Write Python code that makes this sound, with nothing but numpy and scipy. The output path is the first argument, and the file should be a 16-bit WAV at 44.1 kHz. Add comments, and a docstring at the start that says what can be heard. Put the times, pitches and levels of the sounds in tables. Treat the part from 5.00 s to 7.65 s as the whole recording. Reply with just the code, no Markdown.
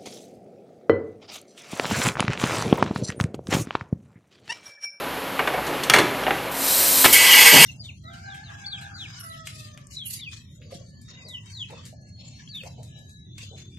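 """A milling machine changes its tool in a humming workshop, with hard walls close to the air jet.
First the changer arm unlatches, swings on a rumbling drive and clanks onto the tool holders: noise bursts
and decaying sines, with a short hall tail. Compressed air then hisses through the spindle as combed noise,
and the drawbar lets go with a bang. Turbulent noise roars through the ringing, opening taper and its gap
whistles, while the arm pulls the tools down, thumps against its stop and shudders."""
import sys
import numpy as np
from scipy import signal
from scipy.fft import rfft, irfft, next_fast_len
from scipy.io import wavfile
from scipy.ndimage import uniform_filter1d, map_coordinates

SR = 44100
rng = np.random.default_rng(int(sys.argv[2]) if len(sys.argv) > 2 else 0)


def master_out(mix):
    """Clip the mix to full scale and print it as 16-bit PCM to the path in sys.argv[1]."""
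    frames = np.transpose(np.atleast_2d(mix))
    ceiling = np.clip(frames, -1, 1)
    pcm = np.round(ceiling * 32767).astype(np.int16)
    wavfile.write(sys.argv[1], SR, pcm)


N = 116865  # samples, 2.65 s

# Colour of the workshop rush: (frequency [Hz], relative level per Hz [dB])
SHOP_COLOUR = [(25, -22), (45, -16), (75, -13), (130, -7), (200, -4), (300, -3), (420, -1), (600, 0),
               (850, -1.5), (1250, -4), (1800, -6), (2700, -8.5), (4000, -14), (5700, -22), (8500, -25),
               (10300, -25), (11000, -15.5), (12600, -19), (15000, -28)]
# Motor and pump tones, before drift and flutter: (frequency [Hz], rms level [dB])
HUM_TONES = [(58, -55), (178, -53), (269.5, -44), (533, -46), (985, -48)]
# Drive of the swinging arm, before its unevenness: (start [s], attack [s], hold [s], t60 [s], level [dB])
SWING_BURST = (.68, .06, .62, .9, -33.5)
# Colour of the arm's drive: (frequency [Hz], relative level per Hz [dB])
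SWING_COLOUR = [(60, -25), (95, -8), (135, 6), (185, -3), (400, 0), (750, 0), (1500, -3.5), (3000, -8),
                (5000, -19), (9000, -25), (14000, -35)]

# Modes of the struck latch: (frequency [Hz], level relative to the clack [dB], t60 [s])
LATCH = [(1550, -3, .06), (2230, 0, .05), (12700, -14, .04)]
# Modes of the cam: (frequency [Hz], level relative to the clack [dB], t60 [s])
CAM = [(1530, 3, .06), (1950, -2, .08), (3550, -8, .05)]
# Modes of the gripping jaw: (frequency [Hz], level relative to the clack [dB], t60 [s])
JAW = [(1290, -4, .06), (3270, 1, .03), (5550, -4, .02)]
# Modes of the tool holder: (frequency [Hz], level relative to the clack [dB], t60 [s])
HOLDER = [(430, -13, .15), (820, -9, .07), (1680, -10, .15), (2320, -1, .05), (3488, -15, .16),
          (4050, -11, .06)]
# Modes of the lock: (frequency [Hz], level relative to the clack [dB], t60 [s])
LOCK = [(790, -2, .06), (1600, -1, .014), (2400, 4, .012)]
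# Mode of the buffer: (frequency [Hz], level relative to the clack [dB], t60 [s])
BUFFER = [(740, 12, .035)]
# Blows of the changer: (time [s], part struck, thud [dB], clang [dB], clack [dB], crack [dB],
# factor on the t60 of the four noise layers)
BLOWS = [(.392, LATCH, -35, -21.5, -18, -40, 1.0), (.409, BUFFER, -35, -22, -33, -50, .8),
         (.4735, CAM, -32, -20, -20.5, -35, 1.2), (.503, BUFFER, -35, -25, -37, -55, .8),
         (.537, LATCH, -35, -24, -28, -43, 1.3), (.577, CAM, -34, -22, -36, -55, .9),
         (.665, CAM, -30, -34, -36, -33, 2.0), (.835, JAW, -45, -38, -31, -23, 1.0),
         (.898, JAW, -26, -19, -12.5, -10, .36), (.905, JAW, -33, -18, -13, -32, .9),
         (.9365, HOLDER, -18, -11, -5.5, -13, 1.2), (.961, HOLDER, -21, -16, -15, -23, 1.6),
         (.985, HOLDER, -19, -17, -13, -20, 1.4), (1.236, JAW, -42, -35, -28, -43, .6),
         (1.2655, LOCK, -33, -19.5, -16, -48, .7), (1.28, BUFFER, -32, -13.5, -28, -55, .38),
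         (1.307, LOCK, -28, -19, -13.5, -48, .5)]
# Lowest noise layer of a blow: (colour as (frequency [Hz], relative level per Hz [dB]), attack [s],
# t60 before the blow's factor [s])
THUD_LAYER = ([(50, -26), (95, -12), (128, 4), (190, -4), (310, 3), (480, -2), (750, -20), (2000, -60)],
              .008, .25)
# Low-mid layer: (colour as (frequency [Hz], relative level per Hz [dB]), attack [s], t60 before factor [s])
CLANG_LAYER = ([(200, -28), (450, -4), (600, 0), (780, 0), (1000, -2), (1500, -13), (4000, -60)], .002, .11)
# Upper-mid layer: (colour as (frequency [Hz], relative level per Hz [dB]), attack [s], t60 before factor [s])
CLACK_LAYER = ([(500, -25), (1100, -3), (1600, 1), (2350, 0), (3200, -8), (4400, -21), (7000, -38),
               (15000, -60)], .0006, .075)
# Treble layer: (colour as (frequency [Hz], relative level per Hz [dB]), attack [s], t60 before factor [s])
CRACK_LAYER = ([(1800, -25), (3800, 3), (5000, -2), (6200, 0), (9000, -3), (12500, -8), (14500, -13)],
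               .0004, .07)
# Resonances of the steel housing: (frequency [Hz], width [Hz], level [dB])
HOUSING_MODES = [(400, 120, -4), (530, 90, -6), (770, 90, -2), (1170, 25, -3), (1670, 40, -1),
                 (1840, 25, -1), (2126, 20, 0), (2830, 74, -4), (3410, 150, -5), (4350, 40, 0)]
# Decay of the hall: (frequency [Hz], t60 [s])
HALL_DECAY = [(150, .7), (1500, .6), (5000, .5), (14000, .3)]

# Thump of the arm on its stop: (start [s], attack [s], hold [s], t60 [s], level [dB])
STOP_BURST = (2.522, .016, .028, .38, -17.5)
# Colour of the thump: (frequency [Hz], relative level per Hz [dB])
STOP_COLOUR = [(40, -24), (85, -8), (130, -2), (310, 5), (500, -1), (900, -5), (2000, -22), (6000, -50)]
# Shudder of the landed arm: (start [s], attack [s], hold [s], t60 [s], peak level [dB])
SHUDDER_BURST = (2.575, .02, .012, .12, -21)
# Bang of the released tool: (start [s], attack [s], hold [s], t60 [s], level [dB])
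RELEASE_BURST = (2.041, .005, .016, .032, -8)
# Colour of the bang: (frequency [Hz], relative level per Hz [dB])
RELEASE_COLOUR = [(40, -18), (200, -14), (350, 2), (600, -6), (1100, -2.5), (1750, 0), (2600, -6),
                  (3600, -4), (6200, -15), (9300, -10), (15000, -14)]
# Boom of the spindle head: (start [s], attack [s], hold [s], t60 [s], level [dB])
BOOM_BURST = (2.048, .01, .018, .26, -22)
# Colour of the boom: (frequency [Hz], relative level per Hz [dB])
BOOM_COLOUR = [(30, -17), (130, -5), (350, 1), (800, -3), (1500, -6), (3000, -9), (6000, -25), (12000, -45)]

# Air spits of the valve: (start [s], attack [s], hold [s], t60 [s], level [dB])
VALVE_SPITS = [(1.513, .003, .008, .05, -27), (1.548, .002, .003, .03, -30)]
# Colour of the valve spits before the comb: (frequency [Hz], relative level per Hz [dB])
VALVE_COLOUR = [(1500, -25), (6000, -14), (10000, -6), (13000, -3), (14500, 5)]
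# Air through the closed spindle, before its wobble: (time [s], level [dB])
PURGE_FLOW = [(1.505, -70), (1.517, -38), (1.56, -31), (1.64, -22.5), (1.70, -18.9), (1.79, -17),
              (2.02, -15.5), (2.11, -18), (2.2, -21), (2.65, -40)]
# Colour of that air before the comb: (frequency [Hz], relative level per Hz [dB])
PURGE_COLOUR = [(200, -15), (1500, -8), (3500, -4), (4150, 1.5), (4600, -2.5), (5300, 0), (6700, -4),
                (7870, 3), (8500, -1), (9220, 3), (9700, -1), (12200, -1), (12800, 5), (13150, 9),
                (13450, 1), (13850, 2), (15000, -4)]
# Spit as the taper unseats: (start [s], attack [s], hold [s], t60 [s], level [dB])
SEAL_SPIT = (2.125, .004, .018, .09, -9)
# Colour of the taper's spit before the comb: (frequency [Hz], relative level per Hz [dB])
SPIT_COLOUR = [(1500, -25), (4000, -10), (7000, -5), (10000, -2), (13000, 1), (15000, -4)]
# Air through the opening taper, before its wobble: (time [s], level [dB])
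BLAST_FLOW = [(2.118, -70), (2.133, -18), (2.17, -17.5), (2.24, -16), (2.3, -15), (2.37, -12.4),
              (2.41, -12.7), (2.46, -10.8), (2.51, -13), (2.56, -11.3), (2.65, -11.3)]
# Colour of the blast before comb and turbulence: (frequency [Hz], relative level per Hz [dB])
BLAST_COLOUR = [(250, -26), (650, -8), (950, 1), (1150, -2), (1400, -4.5), (3000, 0), (3850, -2), (4300, 3),
                (4900, 3), (5400, -1), (6500, 2), (7800, 1), (8750, 4), (9500, -2), (11200, -1), (12500, 3),
                (13400, 2), (14500, -6), (15000, -14)]
# Cavity between tool holder and spindle, before the gain is raised to a power:
# (frequency [Hz], width [Hz], level [dB])
TAPER_MODES = [(465, 20, -8), (820, 45, -9), (950, 70, -9), (1600, 60, -7), (1740, 47, -6), (1988, 60, 1),
               (2170, 75, -.5), (2262, 50, .5), (2565, 85, -2.5), (2762, 25, -2), (2875, 65, .5),
               (3072, 45, -3), (3200, 90, -1), (3380, 50, -4), (3695, 30, -6), (4280, 200, -11),
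               (4800, 130, -10), (5055, 25, -7)]
# Ringing of the cavity, before its wobble: (time [s], level [dB])
TAPER_RING = [(2.04, -70), (2.052, -19), (2.122, -31), (2.134, -14.5), (2.18, -17), (2.24, -15),
              (2.3, -13.5), (2.37, -10), (2.41, -11.5), (2.46, -9.7), (2.51, -10.5), (2.65, -9.3)]
# Opening of the gap: (time [s], share open [0 to 1])
GAP_OPENING = [(2.2, 0), (2.5, 1)]
# Whistle of the gap: (start [s], attack [s], hold [s], t60 [s], level [dB])
WHISTLE_BURST = (2.28, .03, .15, 2.5, -22)
# Resonance of the whistle, before squaring: (frequency [Hz], width [Hz], level [dB])
WHISTLE_MODE = [(12680, 260, 0)]

# Stereo width: side level relative to mid [dB]
SHOP_SIDE_DB, CHANGER_SIDE_DB, PURGE_SIDE_DB = -75, -45, -27
BLAST_SIDE_DB, CAVITY_SIDE_DB, HEAD_SIDE_DB = -13, -22, -15


def amp(db):
    """Decibels to gain."""
    return 10 ** (np.asarray(db) / 20)


def unit(x):
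    """Scale to rms 1."""
    return x / np.sqrt(np.mean(x ** 2) + 1e-20)


def along(points, hz):
    """Interpolate (Hz, value) points on a log frequency axis."""
    frequencies, values = np.transpose(points)
    return np.interp(np.log(hz + 1), np.log(frequencies + 1), values)


def level(rows):
    """Gain per sample from (s, dB) points, at -120 dB before the first."""
    times, db = np.transpose(rows)
    return amp(np.interp(np.arange(N) / SR, times, db, left=-120))


def wobble(rate):
    """A smooth random curve with rate knots a second."""
    knots = rng.standard_normal(int(N * rate / SR) + 4)
    return map_coordinates(knots, [np.arange(N) * rate / SR])


def envelope(start, attack, hold, t60, db):
    """Linear attack, hold, exponential release."""
    t = np.arange(N) / SR - start
    release = 1000.0 ** (-np.maximum(t - attack - hold, 0) / t60)
    return np.clip(t / attack, 0, 1) * amp(db) * release


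def filtered(x, response):
    """Multiply the spectrum of x by a response of frequency."""
    size = next_fast_len(N + 8192)
    return irfft(rfft(x, size) * response(np.fft.rfftfreq(size, 1 / SR)), size)[..., :N]


def resonances(modes, hz):
    """Gain of a bank of (Hz, width, dB) resonances, summed in power."""
    power = 0
    for centre, width, db in modes:
        damping = (hz * width) ** 2
        power = power + amp(2 * db) * damping / ((centre ** 2 - hz ** 2) ** 2 + damping)
    return np.sqrt(power)


def noise(gain, side_db):
    """Mid-side noise of rms 1, coloured by a gain of frequency."""
    mid, side = filtered(rng.standard_normal((2, N)), gain)
    side = amp(side_db) * side
    return unit(np.array([mid + side, mid - side]))


def rush(spectrum, side_db):
    """Noise with a (Hz, dB) spectrum."""
    return noise(lambda hz: amp(along(spectrum, hz)), side_db)


def workshop():
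    """Fans and pumps in the background: a steady rush with slightly unsteady tones."""
    drift_hz, flutter_db = 3, 3.2
    tones = 0
    for frequency, db in HUM_TONES:
        gain = amp(db + flutter_db * wobble(8))
        phase = 2 * np.pi * np.cumsum(frequency + drift_hz * wobble(6)) / SR
        tones = tones + gain * np.sin(phase)
    rush_level = amp(-30 + .4 * wobble(12))
    return rush_level * rush(SHOP_COLOUR, SHOP_SIDE_DB) + np.sqrt(2) * tones  # sqrt(2): peak for rms 1


def hall(x):
    """The workshop's tail: decaying noise in which the treble dies first."""
    hz, t, z = signal.stft(rng.standard_normal(SR // 2), SR, nperseg=256)
    decay = np.exp(-np.log(1000) * t / along(HALL_DECAY, hz)[:, None])
    tail = signal.istft(z * decay, SR, nperseg=256)[1]
    tail = tail / np.linalg.norm(tail)
    return amp(-9) * signal.fftconvolve(x, tail[None], axes=1)[:, :N]


def arm_swing():
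    """The drive rumbles unevenly while the arm turns: noise with a wobbling level."""
    uneven = amp(1.5 * wobble(25))
    return envelope(*SWING_BURST) * uneven * rush(SWING_COLOUR, SHOP_SIDE_DB)


def changer():
    """Noise for the housing's dense modes; the low layers build up later and last longer."""
    def housing(hz):
        return resonances(HOUSING_MODES, hz) + amp(-7)  # diffuse floor between the modes

    chatter = unit(amp(1.5 * wobble(300)))  # fast level unevenness
    out = np.zeros((2, N))
    layers = [THUD_LAYER, CLANG_LAYER, CLACK_LAYER, CRACK_LAYER]
    for layer, (spectrum, attack, t60) in enumerate(layers):
        energy = np.zeros(N)
        for start, part, *levels_db, length in BLOWS:
            energy += envelope(start, attack, 0, t60 * length, levels_db[layer]) ** 2
        colour = lambda hz: amp(along(spectrum, hz)) * housing(hz)
        out += np.sqrt(energy) * noise(colour, CHANGER_SIDE_DB)
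    return out * chatter


def contacts():
    """Steel meets steel: every blow rings the struck part's modes as decaying sines."""
    pitch_scatter, rise_s = .004, .0004  # each blow lands elsewhere: relative spread of the mode pitches
    out = np.zeros(N + SR)
    t = np.arange(SR // 2) / SR
    rise = 1 - np.exp(-(t / rise_s) ** 2)
    for start, part, thud_db, clang_db, clack_db, crack_db, length in BLOWS:
        detune = np.exp(pitch_scatter * rng.standard_normal(len(part)))
        ring = np.zeros(len(t))
        for (hz, db, t60), shift in zip(part, detune):
            decay = np.exp(-np.log(1000) * t / t60)
            ring += amp(db) * decay * np.sin(2 * np.pi * hz * shift * t)
        first = round(start * SR)
        out[first:first + len(t)] += amp(clack_db) * ring * rise
    return out[:N]


def arm_stop():
    """The lowered arm thumps at the end of its stroke as a noise burst, then shudders as a low sine."""
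    shudder_hz = 146
    thump = envelope(*STOP_BURST) * rush(STOP_COLOUR, HEAD_SIDE_DB)
    shudder = envelope(*SHUDDER_BURST) * np.sin(2 * np.pi * shudder_hz * np.arange(N) / SR)
    return thump + shudder


def drawbar():
    """The tool is knocked loose: a short noise bang and a longer boom of the spindle head."""
    bang = envelope(*RELEASE_BURST) * rush(RELEASE_COLOUR, HEAD_SIDE_DB)
    boom = envelope(*BOOM_BURST) * rush(BOOM_COLOUR, HEAD_SIDE_DB)
    return bang + boom


def comb(hz):
    """Irregular ripple that hard walls close to the jet put on its spectrum."""
    depth_db, spacing_hz = 2.2, 45
    ripple = map_coordinates(rng.standard_normal(4096), [hz / spacing_hz], mode="wrap")
    return amp(depth_db * ripple)


def hiss(spectrum, side_db):
    """Jet noise with a (Hz, dB) spectrum, combed by the walls."""
    return noise(lambda hz: amp(along(spectrum, hz)) * comb(hz), side_db)


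def turbulent(x):
    """Turbulence: give a noise short-lived patches of random gain in time and frequency."""
    depth_db = 2.3
    z = signal.stft(x, nperseg=1024)[2]
    field = rng.standard_normal(z.shape[1:])
    field = uniform_filter1d(field, size=5, axis=0)  # smooth over frequency
    field = uniform_filter1d(field, size=5, axis=1)  # smooth over time
    patched = signal.istft(z * amp(depth_db * unit(field)), nperseg=1024)[1]
    return unit(patched[:, :N])


def taper():
    """The cavity rings in narrow strands while nearly shut and fills out as the gap opens."""
    opening = np.interp(np.arange(N) / SR, *np.transpose(GAP_OPENING))
    # a higher power narrows the resonances
    shut = noise(lambda hz: resonances(TAPER_MODES, hz) ** 1.8, CAVITY_SIDE_DB)
    wide = noise(lambda hz: resonances(TAPER_MODES, hz) ** 1.3, CAVITY_SIDE_DB)
    return turbulent(np.sqrt(1 - opening) * shut + np.sqrt(opening) * wide)


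def air():
    """Valve spits and a thin hiss; the taper unseats with a spit, then a blast, ringing cavity and whistle."""
    valve = sum(envelope(*spit) for spit in VALVE_SPITS) * hiss(VALVE_COLOUR, CHANGER_SIDE_DB)
    purge = level(PURGE_FLOW) * amp(.3 * wobble(30)) * hiss(PURGE_COLOUR, PURGE_SIDE_DB)
    seal = envelope(*SEAL_SPIT) * hiss(SPIT_COLOUR, BLAST_SIDE_DB)
    jet = level(BLAST_FLOW) * turbulent(hiss(BLAST_COLOUR, BLAST_SIDE_DB))
    cavity = level(TAPER_RING) * taper()
    whistle_noise = noise(lambda hz: resonances(WHISTLE_MODE, hz) ** 2, BLAST_SIDE_DB)
    whistle = envelope(*WHISTLE_BURST) * whistle_noise
    unsteady = amp(.8 * wobble(45))  # shared by jet and cavity
    return valve + purge + seal + whistle + unsteady * (jet + cavity)


def scene():
    """The tool change over the noise of the workshop; only the clanks are sent to the hall."""
    clanks = changer() + contacts()
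    background = workshop() + arm_swing()
    return background + clanks + hall(clanks) + arm_stop() + drawbar() + air()


def record(dry):
    """The recorder rounds off the highest peaks and keeps nothing above its band limit."""
    ceiling, top_hz = 1.05, 15050
    clipped = dry / (1 + np.abs(dry / ceiling) ** 6) ** (1 / 6)
    return filtered(clipped, lambda hz: hz < top_hz)


dry = scene()
out = record(dry)
master_out(out)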